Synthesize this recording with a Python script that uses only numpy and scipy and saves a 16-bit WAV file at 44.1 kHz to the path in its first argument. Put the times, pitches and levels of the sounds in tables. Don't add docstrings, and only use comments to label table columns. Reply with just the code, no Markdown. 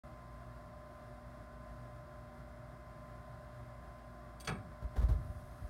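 import sys
import numpy as np
from scipy import signal
from scipy.fft import rfft, irfft
from scipy.io import wavfile
from scipy.ndimage import uniform_filter1d

SR = 44100
rng = np.random.default_rng(int(sys.argv[2]) if len(sys.argv) > 2 else 0)


def dump_mix(stems):
    frames = np.atleast_2d(stems).T
    limited = np.clip(frames, -1, 1)
    pcm = np.round(limited * 32767).astype(np.int16)
    wavfile.write(sys.argv[1], SR, pcm)


N = 250929
T = np.arange(N) / SR
FREQS = np.fft.rfftfreq(N, 1 / SR)


# frequency in Hz, level in dB per Hz.
AIR_COLOUR = [(25, -94), (40, -95), (48, -91), (130, -78), (200, -87), (480, -97.5), (1200, -92),
              (2050, -101.3), (2400, -110.0), (5200, -112.9), (5900, -118.3), (9800, -118.0),
              (10500, -119.9), (15500, -124.2)]
# centre in Hz, width in Hz, boost or cut in dB.
DUCT_RESONANCES = [(50.3, 10, 20), (73, 20.9, 11), (80.3, 4.6, -4), (122.2, 6.3, 10), (146, 2.7, 5),
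                   (354, 109, 4.5), (590.4, 89, 10.5), (698.7, 110, 11), (770.3, 33, 9), (863, 71.4, -7.5),
                   (942, 37, 5), (1715, 64, 3), (2964, 160, -5), (5160, 200, 1.5), (7840, 500, -2.5),
                   (8550, 450, 2), (9700, 400, 1.5), (13000, 800, 1)]

def rushing_air(flutter_db=0.5, ripple_db=2.0):
    ducts = sum(db * np.exp(-(2 * (FREQS - hz) / width) ** 2) for hz, width, db in DUCT_RESONANCES)
    ripple = rng.standard_normal(len(FREQS))
    ripple = uniform_filter1d(uniform_filter1d(ripple, size=100), size=100)
    depth = np.minimum(FREQS / 800, 1) / np.hypot(1, FREQS / 3500)
    room = ripple_db * depth * ripple / ripple.std()
    return noise(colour(AIR_COLOUR) + ducts + room) * undb(flutter_db * wander(8.7))


# multiple of the shaft speed, average level in dB.
FAN_TONES = [(1, -57.5), (2, -68), (3, -74), (11, -67), (17, -84), (18, -64), (19, -88), (25, -83.5),
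             (36, -80.5)]

def fan(turns):
    return sum(tone(multiple * turns, db, waver_db=1.6) for multiple, db in FAN_TONES)


HUM_HZ = 120
# multiple of the hum rate, average level in dB.
HUM_TONES = [(1, -63.5), (2, -64.5), (3, -77.5), (5, -62.5), (7, -85), (8, -83), (10, -77), (11, -85),
             (12, -84), (13, -97)]

def motor_hum():
    return sum(tone(multiple * HUM_HZ * T, db, waver_db=1.5) for multiple, db in HUM_TONES)


# steps of HUM_HZ from the main pitch, level in dB before gain_db.
WHINE_TONES = [(-2, -74.5), (-1, -89), (0, -80.5), (1, -76), (2, -80.5)]

def slot_whine(turns, slots=24, gain_db=-1):
    return sum(tone(slots * turns + step * HUM_HZ * T, db + gain_db, waver_db=2.5)
               for step, db in WHINE_TONES)


# start in seconds, relative level in dB,
# brightness in dB per octave around 2 kHz, seconds until the catch seats.
STRIKES = [(4.400, -25, 10.5, .006), (4.446, -20, 7, 0.0033), (4.473, 1.5, 0.2, .0025)]

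def contacts(rebounds=4, gap_s=0.031):
    for start, db, brightness, seat_s in STRIKES:
        yield start, db - 2.5, brightness
        yield start + seat_s, db, brightness
    clunk_s, clunk_db = STRIKES[-1][:2]
    for k in range(rebounds):
        yield clunk_s + 0.017 + k * gap_s, clunk_db - 4.5 - 7.5 * k, -4 - 0.92 * k


# pitch in Hz, spread of pitch in Hz,
# relative level in dB, seconds to fade by 60 dB.
METAL_NOTES = [(423, 23, -4.5, 0.13), (747, 11, -4.5, 0.2), (1128.7, 9.9, -9.5, 0.37), (1180, 16, -8, .22),
               (1293, 12.5, 0.5, 0.16), (1436, 7.4, -7, 0.21), (1510, 15, -4.5, .22),
               (1665, 25, -2.5, 0.21), (2223, 9.1, -4.5, 0.23), (2326, 35, -3.5, 0.22),
               (2643, 24, -5.5, 0.16), (3030, 19, -14, 0.084), (3340, 27, 0, 0.123), (3770, 25, -10, 0.16),
               (4440, 72, -4, 0.072), (4684.5, 48, -2.5, 0.082), (5510, 27, -21.5, 0.11),
               (6220, 42, -7, 0.054), (8300, 48, -16.5, 0.32), (8900, 50, -14, 0.155),
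               (9100, 22, -11, 0.12), (9550, 17, -24, 0.35), (11000, 33, -35.5, 0.2), (12880, 30, -26, .18)]
# frequency in Hz, starting level in dB per Hz, seconds to fade by 60 dB.
CLATTER_BANDS = [(60, -83.5, 0.36), (171, -73.5, 0.553), (406, -82, 0.286), (845, -78.5, 0.24),
                 (1400, -81.5, 0.22), (2400, -79, 0.13), (4600, -86, 0.069), (6500, -87, 0.072),
                 (7700, -92, 0.079), (8900, -91, 0.108), (10900, -103, 0.089), (15500, -107, 0.081)]

def catch(ring_db=-45, echo_db=-19, echo_fade_s=0.18, attack_s=0.00041):
    out, t = np.zeros(N), T[:2 ** 14]
    size = len(t)
    freqs = np.fft.rfftfreq(size, 1 / SR)
    band_hz, band_db, band_fade_s = np.transpose(CLATTER_BANDS)
    edges_hz = np.geomspace(50, 16000, 20)
    echo = undb(echo_db) * fade(t, echo_fade_s)
    for start, db, brightness in contacts():
        blow = np.zeros(size)
        crack = rfft(rng.standard_normal(size)) * np.sqrt(SR / 2)
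        for hz, spread, note_db, fade_s in METAL_NOTES:
            gain = undb(ring_db + note_db + brightness * np.log2(hz / 2000))
            blow += gain * beating_note(t, hz, spread) * fade(t, fade_s)
        for low, high in zip(edges_hz, edges_hz[1:]):
            hz = np.sqrt(low * high)
            level_db = np.interp(np.log(hz), np.log(band_hz), band_db)
            fade_s = np.interp(np.log(hz), np.log(band_hz), band_fade_s)
            band = irfft(crack * ((freqs >= low) & (freqs < high)), size)
            gain = undb(level_db + brightness * np.log2(hz / 2000))
            blow += gain * band * (fade(t, fade_s) + echo)
        add(out, start, undb(db) * blow * (1 - np.exp(-t / attack_s)))
    return out


# pitch in Hz, seconds after the clunk, peak level in dB.
BOOM_NOTES = [(150.6, 0.0207, -38.5), (103, 0.097, -42.5)]

def cabinet_boom():
    out, clunk_s = np.zeros(N), STRIKES[-1][0]
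    for hz, delay, db in BOOM_NOTES:
        add(out, clunk_s + delay, undb(db) * low_pulse(hz, rise_s=0.023))
    return out


# start in seconds, relative rub level in dB,
# seconds until the rub peaks, knock level in dB, thump level in dB.
HAND_JOLTS = [(4.82, -8.5, .007, -42, -32), (4.958, .5, .011, -40, -23.5), (5.012, -4.5, 0.0084, -36, -21),
              (5.085, 0.5, 0.0082, -24.5, -22), (5.125, -20, .010, -38, -27),
              (5.616, -20, .008, -37.5, -34)]
# frequency in Hz, level in dB per Hz.
RUMBLE_COLOUR = [(25, -63), (50, -41.5), (125, -45), (200, -65), (500, -86), (2000, -130)]

def thumps(knock_delay_s=0.0023, thump_delay_s=0.0163):
    out, rumble_power = np.zeros(N), np.zeros(N)
    for start, _, _, knock_db, thump_db in HAND_JOLTS:
        add(out, start + knock_delay_s, undb(knock_db) * low_pulse(hz=92, rise_s=0.0076))
        add(out, start + thump_delay_s, undb(thump_db) * low_pulse(hz=58.4, rise_s=0.018))
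        rumble_power += undb(thump_db) ** 2 * swell(T - start - thump_delay_s, rise_s=0.077, softness=1)
    return out + noise(colour(RUMBLE_COLOUR)) * np.sqrt(rumble_power)


# frequency in Hz, level in dB per Hz.
RUB_COLOUR = [(80, -77), (150, -65), (350, -74.5), (800, -82), (1500, -86.5), (2600, -101), (4000, -99),
              (7500, -108), (11000, -107), (15500, -112)]

def rustle(grain_db=2.0):
    pressure = sum(undb(db) * swell(T - start, rise_s, softness=0.39)
                   for start, db, rise_s, _, _ in HAND_JOLTS)
    return noise(colour(RUB_COLOUR)) * pressure * undb(grain_db * wander(303))


# frequency in Hz, level in dB per Hz.
HISS_COLOUR = [(1500, -125), (4000, -117), (6600, -116), (7300, -122), (9700, -110), (10350, -118),
               (10900, -113), (15500, -122)]

def hiss(grip):
    return noise(colour(HISS_COLOUR)) * grip


def tone(cycles, db, waver_db):
    level = np.sqrt(2) * undb(db + waver_db * wander(2.85))
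    return level * np.sin(2 * np.pi * (cycles + rng.random()))


def beating_note(t, hz, spread, count=4):
    detune, phase = rng.standard_normal((2, count, 1))
    return np.sin(2 * np.pi * ((hz + spread * detune) * t + phase)).sum(0) / np.sqrt(count)


def low_pulse(hz, rise_s):
    t = T[:SR // 2]
    return swell(t, rise_s, softness=3) * np.sin(2 * np.pi * hz * t)


def swell(t, rise_s, softness):
    progress = np.maximum(t, 0) / rise_s
    return (progress * np.exp(1 - progress)) ** softness


def fade(t, seconds):
    return np.exp(-np.log(1000) * t / seconds)


def wander(rate):
    curve = irfft(rfft(rng.standard_normal(N)) * np.exp(-(FREQS / rate) ** 2), N)
    return (curve - curve.mean()) / curve.std()


def noise(db):
    return irfft(rfft(rng.standard_normal(N)) * undb(db), N) * np.sqrt(SR / 2)


def colour(points):
    hz, db = np.transpose(points)
    return np.interp(np.log(FREQS + 1), np.log(hz), db)


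def undb(db):
    return 10 ** (np.asarray(db) / 20)


def add(out, start, sound):
    i = int(start * SR)
    out[i:i + len(sound)] += sound[:N - i]


def scene(shaft_hz=57.375, shade_db=-3.3):
    turns = np.cumsum(shaft_hz * (1 + 0.00027 * wander(1.94))) / SR
    grip = np.clip((T - 4.77) / 0.53, 0, 1)
    shade = undb(shade_db * grip)
    furnace = shade * fan(turns) + motor_hum() + shade * slot_whine(turns) + rushing_air()
    return (furnace + catch() + cabinet_boom() + thumps() + rustle() + hiss(grip))[None]


def record(dry, bass_hz=36, top_hz=15800):
    fade_in = np.clip((T - 0.035) / 0.002, 0, 1)
    bass_cut = 1 / np.hypot(1, (bass_hz / (FREQS + 1)) ** 8)
    treble_cut = signal.ellip(10, 0.1, 70, top_hz, fs=SR, output="sos")
    heard = irfft(rfft(dry) * bass_cut, N) * fade_in
    return signal.sosfilt(treble_cut, heard)


dry = scene()
out = record(dry)
dump_mix(out)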